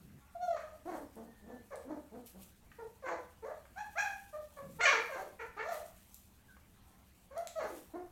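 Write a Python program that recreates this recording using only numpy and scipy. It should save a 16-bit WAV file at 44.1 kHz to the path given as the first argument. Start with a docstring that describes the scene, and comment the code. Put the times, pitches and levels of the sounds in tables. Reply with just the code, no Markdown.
"""A puppy under a playful adult dog in a bare, hard-floored room, over low hum and small-microphone hiss.
A body bump (filtered noise) opens it amid steady rubbing; a faint far whine (sines) leads to a near, throbbing one.
From about 1 s come grumbles, claw ticks (ringing noise bursts) and the first yip; from 3 s, breaking squeals.
Near voices are jittering overtones mixed with noise puffs. Scuffs (grainy hiss) swell throughout;
the last cries fall away by 8.1 s. Bare walls answer the voices and taps."""
import sys
import numpy as np
from scipy import signal
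from scipy.io import wavfile
from scipy.ndimage import uniform_filter1d

SR = 44100
rng = np.random.default_rng(int(sys.argv[2]) if len(sys.argv) > 2 else 0)


def rack_gain(trim_db):
    """Turn a fader trim in dB into the linear factor to multiply a signal by."""
    fader = np.asarray(trim_db, float)
    return 10 ** (fader / 20)


def file_out(sig):
    """Save sig as 16-bit WAV at sys.argv[1]."""
    # one column per channel
    cols = np.atleast_2d(sig).T
    # limit, then scale
    lim = np.clip(cols, -1, 1)
    pcm = np.round(lim * 32767).astype(np.int16)
    wavfile.write(sys.argv[1], SR, pcm)


N = 357784

# Wavering low hum under the room: (centre [Hz], width [Hz], level [dB])
HUM_TONES = [(67, 24, -67.5), (190.3, 28.6, -72)]
# Spectrum of room rumble and microphone hiss: (frequency [Hz], relative density [dB per Hz])
BACKGROUND_SPECTRUM = [(20, -7.5), (74, 1), (158, -20), (202, -10.5), (508, -19.5), (794, -14.5),
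                       (15700, -38)]
BACKGROUND_DB = -67.5

# Spectrum of paws and fur rubbing: (frequency [Hz], relative density [dB per Hz])
RUB_SPECTRUM = [(1470, -30), (2500, -5.5), (4660, -9), (8690, -4.5), (10400, -5.5), (12900, -3),
                (15700, -10)]
RUB_DB = -72.5  # steady rubbing between scuffs
# Swells of the rubbing: (time of peak [s], level [dB], rise [s], fall [s]), rise and fall taken over 20 dB
SCUFF_SWELLS = [(.95, -65, 0.21, 0.28), (2.272, -56.5, 0.023, 0.095), (2.431, -58, 0.11, 0.13),
                (4.04, -60, 0.242, 0.48), (5.221, -63, 2.3, 0.297), (5.74, -53.5, 0.071, 0.26),
                (6.17, -64, 0.49, 0.2), (7.77, -56, .25, 0.16)]
# Bodies bumping on the floor: (time [s], level [dB], length [s])
BODY_BUMPS = [(0.0, -57.5, 0.21), (4.612, -55, 0.192)]

# Levels of voices and taps below are as at the source, ahead of the gains in scene(). # Thin whines, most from
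# farther off, and a short squeak near the floor at 6.48 s: # (start [s], end [s], start pitch [Hz], end pitch
# [Hz], # level of each overtone [dB], first overtone [number], last overtone [number])
THIN_WHINES = [(0.181, 0.352, 281, 284, -76, 3, 5), (1.216, 1.669, 1855, 1722, -72, 1, 1),
               (6.477, 6.528, 1653, 1440, -63.5, 1, 1), (6.723, 7.065, 255, 270.7, -79.5, 3, 5)]

# Longer near cries that glide or break, one table each: (time [s], level [dB], pitch [Hz], mouth opening [0-1])
LONG_CRIES = [
    [(.347, -54, 723, 0.4), (.358, -44.5, 710, 0.2), (.387, -54, 682, 0.03), (.42, -38.5, 720.4, 0.28),
     (.51, -34.5, 681, 0.34), (.545, -36, 624.7, 0.36), (.6, -54.5, 609.6, 0.72), (.77, -61, 630.4, 0.41)],
    [(.852, -48.5, 299.4, 0.36), (.89, -44, 371, 0.42), (.95, -48, 301.3, 0.48), (1.07, -58, 272.7, 0)],
    [(3.022, -56, 571, 0.57), (3.04, -48.5, 510, 0.35), (3.07, -44, 499.4, 0.59), (3.12, -42, 519.4, 0.45),
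     (3.17, -50, 503.6, .3), (3.22, -55.5, 499, 0.38), (3.3, -78, 495, 0.8)],
    [(3.421, -55, 444, 0.42), (3.445, -45, 448.3, 0.43), (3.462, -45.5, 597, 0.36),
     (3.52, -46, 586.6, 0.34), (3.55, -65, 548, 0.2), (3.61, -64, 574, 0.3)],
    [(3.755, -58, 702, 0.55), (3.785, -44.5, 841, 0.57), (3.82, -45.5, 827, 0.53), (3.9, -75, 840, 0.66)],
    [(3.952, -52, 577, 0.39), (3.99, -33.5, 840.4, 0.71), (4.08, -45.5, 801.3, 0.53),
     (4.13, -45.5, 791, 0.34)],
    [(4.785, -54.5, 467, 0.54), (4.805, -38, 470, 0.63), (4.815, -33.5, 706.3, 0.89),
     (4.85, -30.5, 698.8, 0.61), (4.856, -28, 565, 0.83), (4.925, -33, 550.4, 0.71),
     (4.931, -32, 452.7, 0.64), (4.97, -38, 451.5, 0.84), (5.04, -51.5, 448, 0.25)],
    [(5.09, -48.5, 639.7, 0.08), (5.135, -46, 523.4, 0.75), (5.17, -45.5, 528, 0.47),
     (5.215, -45, 575.3, 0.31), (5.31, -64, 549, 0)],
    [(5.563, -50, 435, 0.55), (5.59, -44, 424, 0.66), (5.615, -44, 451.5, 0.8), (5.64, -48, 571.7, 0.55),
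     (5.69, -40.5, 696.7, 0.27), (5.72, -44.5, 688.6, 0.52), (5.77, -49, 581, 0.43), (5.8, -55, 679, 0),
     (5.87, -62, 670, 0.04)],
    [(7.305, -56, 510, 0.6), (7.355, -53.5, 582.5, 0.56), (7.37, -39, 636, 0.37),
     (7.41, -49.5, 712.6, 0.43), (7.49, -59, 655, 0.4)],
    [(7.553, -48, 649, 0.43), (7.588, -34, 642, 0.31), (7.603, -43.5, 526.3, 0.56),
     (7.66, -46.5, 430, 0.58), (7.72, -53, 385.4, 0.3), (7.8, -58.5, 319, 0)],
    [(7.935, -42.5, 319, 0.38), (7.954, -45, 342.5, 0.36), (8.02, -54.5, 361, 0.38), (8.1, -68, 348, 0)],
]
# Colour of each long cry as the head turns: (overtone slope [dB per octave], upper resonances [dB])
HEAD_TURN_COLOURS = [(-2, 6), (1.6, 0.7), (2.9, -1.5), (2.7, -6.5), (1, 2.5), (1.5, 1), (-0.1, 6),
                     (-0.1, 5.5), (2.5, 2), (-2.5, 5), (-0.5, 4.5), (1.7, -6)]
# Spells with every second or third pulse stronger, adding lines between the overtones:
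# (start [s], end [s], pulses in a group [count], share of overtone height [0-1])
PULSE_GROUPS = [(3.068, 3.2, 3, .9), (5.16, 5.33, 3, .8), (7.605, 7.85, 2, .7)]
UNDERTONE_DB = 22  # loss per octave of the lines below 1/1.2 of the pitch
# Lower and upper resonances of the throat: (frequency [Hz], level [dB])
THROAT_RESONANCES = [(150, 3), (500, -0.5), (1100, -5), (2200, 4), (2900, 1), (3600, -7.5)]
# Upper resonances ahead of the lift by mouth and cry colour: (frequency [Hz], level [dB])
UPPER_RESONANCES = [(1500, -76), (3300, -44), (3800, -45.5), (4400, -39.5), (5000, -50.5), (5700, -40.5),
                    (6800, -41.5), (7700, -47.5), (8800, -75)]
PURE_TILT_DB = -1  # per octave, when the folds run almost wholly smooth
OPEN_FUNDAMENTAL_DB = -4  # change of the lowest tone at mouth opening 1
# Purer or rougher spells of the vocal folds: (start [s], end [s], roughness [0-1])
ROUGH_SPELLS = [(.3, .562, .01), (.565, .63, .4), (.9, 1.35, .45), (1.47, 1.68, .42), (1.73, 1.84, .55),
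                (1.9, 2.0, .4), (2.1, 2.5, .33), (3.07, 3.2, .36), (3.47, 3.56, .4), (3.7, 4.5, .11),
                (4.855, 5.05, .3), (5.17, 5.65, .33), (5.72, 5.9, .36), (7.54, 7.597, .02), (7.6, 7.85, .5)]
USUAL_ROUGH, SPELL_EDGE_S = .2, .012
# First near whine: start, first gap and half-width of its throbs [s]; ratio of each gap and dip to the last
THROB_FROM_S, THROB_GAP_S, THROB_HALF_S, THROB_QUICKEN = .468, .031, .0105, .78

# Low near grumbles: (start [s], rise [s], length [s], peak level [dB], top pitch [Hz])
LOW_GRUMBLES = [(1.149, 0.031, .16, -51, 240.9), (1.419, 0.094, 0.2, -51.5, 251.6),
                (1.845, 0.068, 0.17, -46, 306.5), (2.108, 0.046, 0.15, -51.5, 246.3),
                (2.33, 0.032, 0.12, -56, 198)]
# A grumble at its start, peak and end: (level from peak [dB], share of top pitch [ratio], mouth opening [0-1])
GRUMBLE_CURVE = [(-10, .78, .3), (0, 1, .42), (-13, .93, .15)]
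# Claws on the hard floor: (time [s], peak level [dB], centre [Hz])
CLAW_TICKS = [(1.156, -48, 10200), (1.7576, -42, 7700), (2.2616, -40, 10500), (5.0597, -46, 12500),
              (6.144, -41.5, 10970), (7.3787, -41, 9320), (7.4728, -32, 4900)]
# Duller knocks on the floor: (time [s], peak level [dB], centre [Hz])
FLOOR_KNOCKS = [(2.716, -49, 1630), (3.652, -53, 1270), (6.567, -51.5, 800),]
# Short clear near yips: (start [s], length [s], peak level [dB], pitch at the peak [Hz], mouth opening [0-1])
SHORT_YIPS = [(1.704, 0.12, -48, 579.5, 0.51), (2.782, 0.1, -49.5, 461, 0.47),
              (4.326, 0.12, -46, 602, 0.45), (4.562, 0.15, -49.5, 562, 0.53),
              (5.388, 0.076, -46, 469.3, 0.78)]
YIP_RISE_S, YIP_START_DB, YIP_FADE_DB_PER_S = .022, -6.5, 118.5
YIP_SAG_PER_S, YIP_CLOSE_PER_S = 0.45, 4  # share of pitch, mouth opening

# Decay of the bare room: (frequency [Hz], time to fall 60 dB [s])
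ROOM_DECAY = [(200, 0.26), (700, 0.38), (2500, 0.48), (12000, 0.39)]
# Treble dents of the microphone housing: (centre [Hz], width [Hz])
HOUSING_DENTS = [(5100, 500), (10500, 600)]


def even(x):
    """Scales to rms 1."""
    return x / np.sqrt(np.mean(x ** 2) + 1e-20)


def read(points, hz):
    """Reads a spectrum on a log-frequency axis."""
    f, value = np.transpose(points)
    return np.interp(np.log(hz + 1), np.log(f + 1), value)


def add(mix, s, sound):
    """Mixes a sound in at s seconds."""
    part = mix[round(s * SR):][:len(sound)]
    part += sound[:len(part)]


def drift(count, size):
    """Smooth chance of rms 1, changing over about size samples."""
    return even(uniform_filter1d(uniform_filter1d(rng.standard_normal(count), size), size))


def ring(x, hz, width):
    """One resonance of gain 1 at its centre."""
    return signal.lfilter(*signal.iirpeak(np.clip(hz, 20, .45 * SR), hz / max(width, 1), SR), x)


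def noise(colour, patchy_db):
    """Noise of a given spectrum with patches drifting over time and frequency."""
    a, b, patches = rng.standard_normal((N // 256 + 5, 513, 3)).T
    patches = even(uniform_filter1d(uniform_filter1d(patches, 12, 0), 10, 1))
    db = read(colour, np.fft.rfftfreq(1024, 1 / SR))[:, None] + patchy_db * patches
    return even(signal.istft((a + 1j * b) * rack_gain(db), nperseg=1024, noverlap=768)[1][:N])


def background():
    """Microphone hiss and room rumble as shaped noise; hum as noise in narrow resonances, so it wavers."""
    hum = sum(rack_gain(db) * even(ring(rng.standard_normal(N), hz, width)) for hz, width, db in HUM_TONES)
    return rack_gain(BACKGROUND_DB) * noise(BACKGROUND_SPECTRUM, patchy_db=3.5) + hum


def rubbing():
    """Grainy hiss of fur and pads swells in scuffs; bodies bump as low resonant noise."""
    t = np.arange(N) / SR
    grain = rack_gain(1.5 * drift(N, size=40) + 1.6 * drift(N, size=1200))
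    hiss = noise(RUB_SPECTRUM, patchy_db=1.3)
    swells = sum(rack_gain(db - 20 * np.maximum((s - t) / rise, (t - s) / fall)) ** 2
                 for s, db, rise, fall in SCUFF_SWELLS)
    out = np.sqrt(rack_gain(RUB_DB) ** 2 + swells) * even(hiss * grain)
    thud = even(ring(ring(rng.standard_normal(N), 166, 103), 166, 103))
    for s, db, length in BODY_BUMPS:
        out += rack_gain(db) * np.clip(np.minimum(t - s, s + length - t) / 0.021, 0, 1) * thud
    return out


def thin_whine(start, end, start_hz, end_hz, db, first, last):
    """A few soft overtones of one gliding, unsteady pitch swell and fade."""
    t = np.arange(start, end, 1 / SR)
    waver = 30 / (last * start_hz) * drift(len(t), size=200)  # about 30 Hz rms at the last overtone
    hz = np.linspace(start_hz, end_hz, len(t)) * (1 + waver)
    turns = np.cumsum(hz) / SR
    tones = sum(np.sin(2 * np.pi * k * turns) for k in range(round(first), round(last) + 1))
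    return rack_gain(db) * tones * signal.windows.tukey(len(t), .5)


def within(t, a, b):
    """1 inside a spell, 0 outside, with soft edges."""
    return np.clip(np.minimum(t - a, b - t) / SPELL_EDGE_S + .5, 0, 1)


def roughness(t):
    """The usual roughness of the vocal folds, replaced within each spell."""
    return USUAL_ROUGH + sum((rough - USUAL_ROUGH) * within(t, a, b) for a, b, rough in ROUGH_SPELLS)


def throbs(t, count):
    """Brief dips of level that follow ever faster."""
    shrink = THROB_QUICKEN ** np.arange(count)
    dips = THROB_FROM_S + THROB_GAP_S * (np.cumsum(shrink) - shrink)
    depth = .85 * np.exp(-((t[:, None] - dips) / (THROB_HALF_S * shrink)) ** 2)
    return np.prod(1 - depth, axis=1)


def colour_db(hz, mouth, upper_db):
    """The mouth resonance climbs and sharpens as the jaw opens and lets the upper resonances out."""
    ratio = hz / (380 * 6.98 ** mouth)
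    damping = np.clip(.9 - .5 * mouth, .2, 2)
    low_db = read(THROAT_RESONANCES, hz)
    low_db = low_db - 10 * np.log10((1 - ratio ** 2) ** 2 + (damping * ratio) ** 2)
    low_db = low_db - 3 * np.log10(1 + ratio ** 4)
    # a narrow mouth shuts off the treble steeply
    low_db = low_db - 10 * np.log10(1 + (hz / (1000 + 2600 * mouth)) ** 12)
    high_db = read(UPPER_RESONANCES, hz) + 29.1 * mouth + upper_db
    return 20 * np.log10(rack_gain(low_db) + rack_gain(high_db))


def fold_tones(t, turns, effort_db, hz, mouth, rough, slope_db, upper_db):
    """Vocal folds pulse as a row of overtones; grouped pulses add lines between them."""
    locks = ((n, part * within(t, a, b)) for a, b, n, part in PULSE_GROUPS if t[0] < a < t[-1])
    group, share = next(locks, (1, 0))
    k = np.arange(1, group * int(9000 / hz.max()))[:, None] / group
    # a soft or pure voice closes its folds gently: fewer overtones
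    tilt_db = slope_db + 0.26 * (effort_db + 31.5) + PURE_TILT_DB * (rough < .05)
    db = colour_db(k * hz, mouth, upper_db) + tilt_db * np.log2(np.maximum(k, 1))
    db += OPEN_FUNDAMENTAL_DB * mouth * (k == 1)
    db += UNDERTONE_DB * np.log2(np.minimum(1.2 * k, 1))
    heights = rack_gain(db) * np.where(k % 1 == 0, 1, share)
    heights *= rack_gain(2.0 * np.array([drift(len(t), size=900) for _ in k]))  # each line wavers on its own
    tones = (heights * np.cos(2 * np.pi * k * turns + (group * k) ** 2)).sum(0)
    folds = np.sqrt(2) * tones / np.linalg.norm(heights, axis=0)
    return folds * (1 + (.08 + .6 * rough) * drift(len(t), size=200))  # strong and weak pulses


def breath_puffs(t, turns, hz, mouth, upper_db):
    """Noise bursts once a cycle, coloured by throat and mouth, thinned below the pitch."""
    puffs = even((0.23 + np.exp(-(turns % 1) / 0.12)) * rng.standard_normal(len(t)))
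    f, frame, z = signal.stft(puffs, SR, nperseg=512, noverlap=384)
    at = np.minimum((frame * SR).astype(int), len(t) - 1)
    low_cut = 1 + (0.74 * hz[at] / (f[:, None] + 1)) ** 8
    shape = rack_gain(colour_db(f[:, None], mouth[at], upper_db)) / low_cut
    shape = shape / np.sqrt((shape ** 2).mean(0))
    return signal.istft(z * shape, SR, nperseg=512, noverlap=384)[1][:len(t)]


def cry(rows, slope_db=0, upper_db=0):
    """Overtones of jittering vocal folds give way to puffs of noise as the voice turns rough."""
    s, *columns = np.transpose(rows)
    t = np.arange(s[0], s[-1], 1 / SR)
    effort_db, hz, mouth = (np.interp(t, s, c) for c in columns)
    rough = np.clip(roughness(t), 0, 1)
    slow_jitter = (.012 + .05 * rough) * drift(len(t), size=500)
    fast_jitter = (.006 + .11 * rough) * drift(len(t), size=110)
    turns = np.cumsum(hz * (1 + slow_jitter + fast_jitter)) / SR
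    folds = fold_tones(t, turns, effort_db, hz, mouth, rough, slope_db, upper_db)
    puffs = breath_puffs(t, turns, hz, mouth, upper_db)
    voice = np.sqrt(1 - rough ** 2) * folds + rough * 1.08 * puffs
    edges = np.minimum(np.minimum(t - s[0], s[-1] - t) / 0.0078, 1)
    return rack_gain(effort_db) * voice * throbs(t, count=5) * edges


def grumble(start, rise, length, peak_db, top_hz):
    """Effort, pitch and mouth swell to one peak and sink: rows for cry()."""
    return [(start + s, peak_db + db, top_hz * share, mouth)
            for s, (db, share, mouth) in zip((0, rise, length), GRUMBLE_CURVE)]


def tap(db, hz, width, t60):
    """A claw or knock on the floor: a dying noise burst through two equal broad resonances."""
    t = np.arange(3000) / SR
    burst = rng.standard_normal(len(t)) * rack_gain(-60 * t / t60)
    burst = ring(ring(burst, hz, width), hz, width)
    return rack_gain(db) * burst / abs(burst).max()


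def yip(start, length, peak_db, hz, mouth):
    """A quick rise, then effort fades, pitch sags and the mouth closes at steady rates: rows for cry()."""
    fade = length - YIP_RISE_S
    return [(start, peak_db + YIP_START_DB, hz * (1 + YIP_SAG_PER_S * YIP_RISE_S), mouth),
            (start + YIP_RISE_S, peak_db, hz, mouth),
            (start + length, peak_db - YIP_FADE_DB_PER_S * fade, hz * (1 - YIP_SAG_PER_S * fade),
             mouth - YIP_CLOSE_PER_S * fade)]


def room(x):
    """Sparse reflections of random sign off bare walls, each band dying at its own speed."""
    taps = np.zeros(SR)
    at = np.arange(200, SR - 20, 20)
    taps[at + rng.integers(0, 20, len(at))] = rng.choice([-1., 1.], len(at))
    hz, t, z = signal.stft(taps, SR, nperseg=256)
    decay = rack_gain(-60 * t / read(ROOM_DECAY, hz)[:, None])
    tail = signal.istft(z * decay, SR, nperseg=256)[1]
    return signal.fftconvolve(x, tail / np.linalg.norm(tail))[:N]


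def scene():
    """Voices and taps sound in the room, over rubbing and background."""
    direct = np.zeros(N)
    for row in THIN_WHINES:
        add(direct, row[0], thin_whine(*row))
    for rows, colour in zip(LONG_CRIES, HEAD_TURN_COLOURS):
        add(direct, rows[0][0], cry(rows, *colour))
    for rows in [grumble(*row) for row in LOW_GRUMBLES] + [yip(*row) for row in SHORT_YIPS]:
        add(direct, rows[0][0], cry(rows))
    for s, *row in CLAW_TICKS:
        add(direct, s, tap(*row, width=8000, t60=.006))
    for s, *row in FLOOR_KNOCKS:
        add(direct, s, tap(*row, width=800, t60=.035))
    in_room = rack_gain(1.5) * direct + rack_gain(1.0) * room(direct)
    return (in_room + rubbing() + background())[None]


def low_pass(x):
    """Removes everything above the highest recorded frequency."""
    return signal.sosfilt(signal.butter(12, 16340, fs=SR, output="sos"), x)


def record(dry):
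    """The microphone housing dents the treble twice, by a part of each resonance."""
    for hz, width in HOUSING_DENTS:
        dry = dry - 0.19 * ring(dry, hz, width)
    return low_pass(dry)


dry = scene()
out = record(dry)
file_out(out)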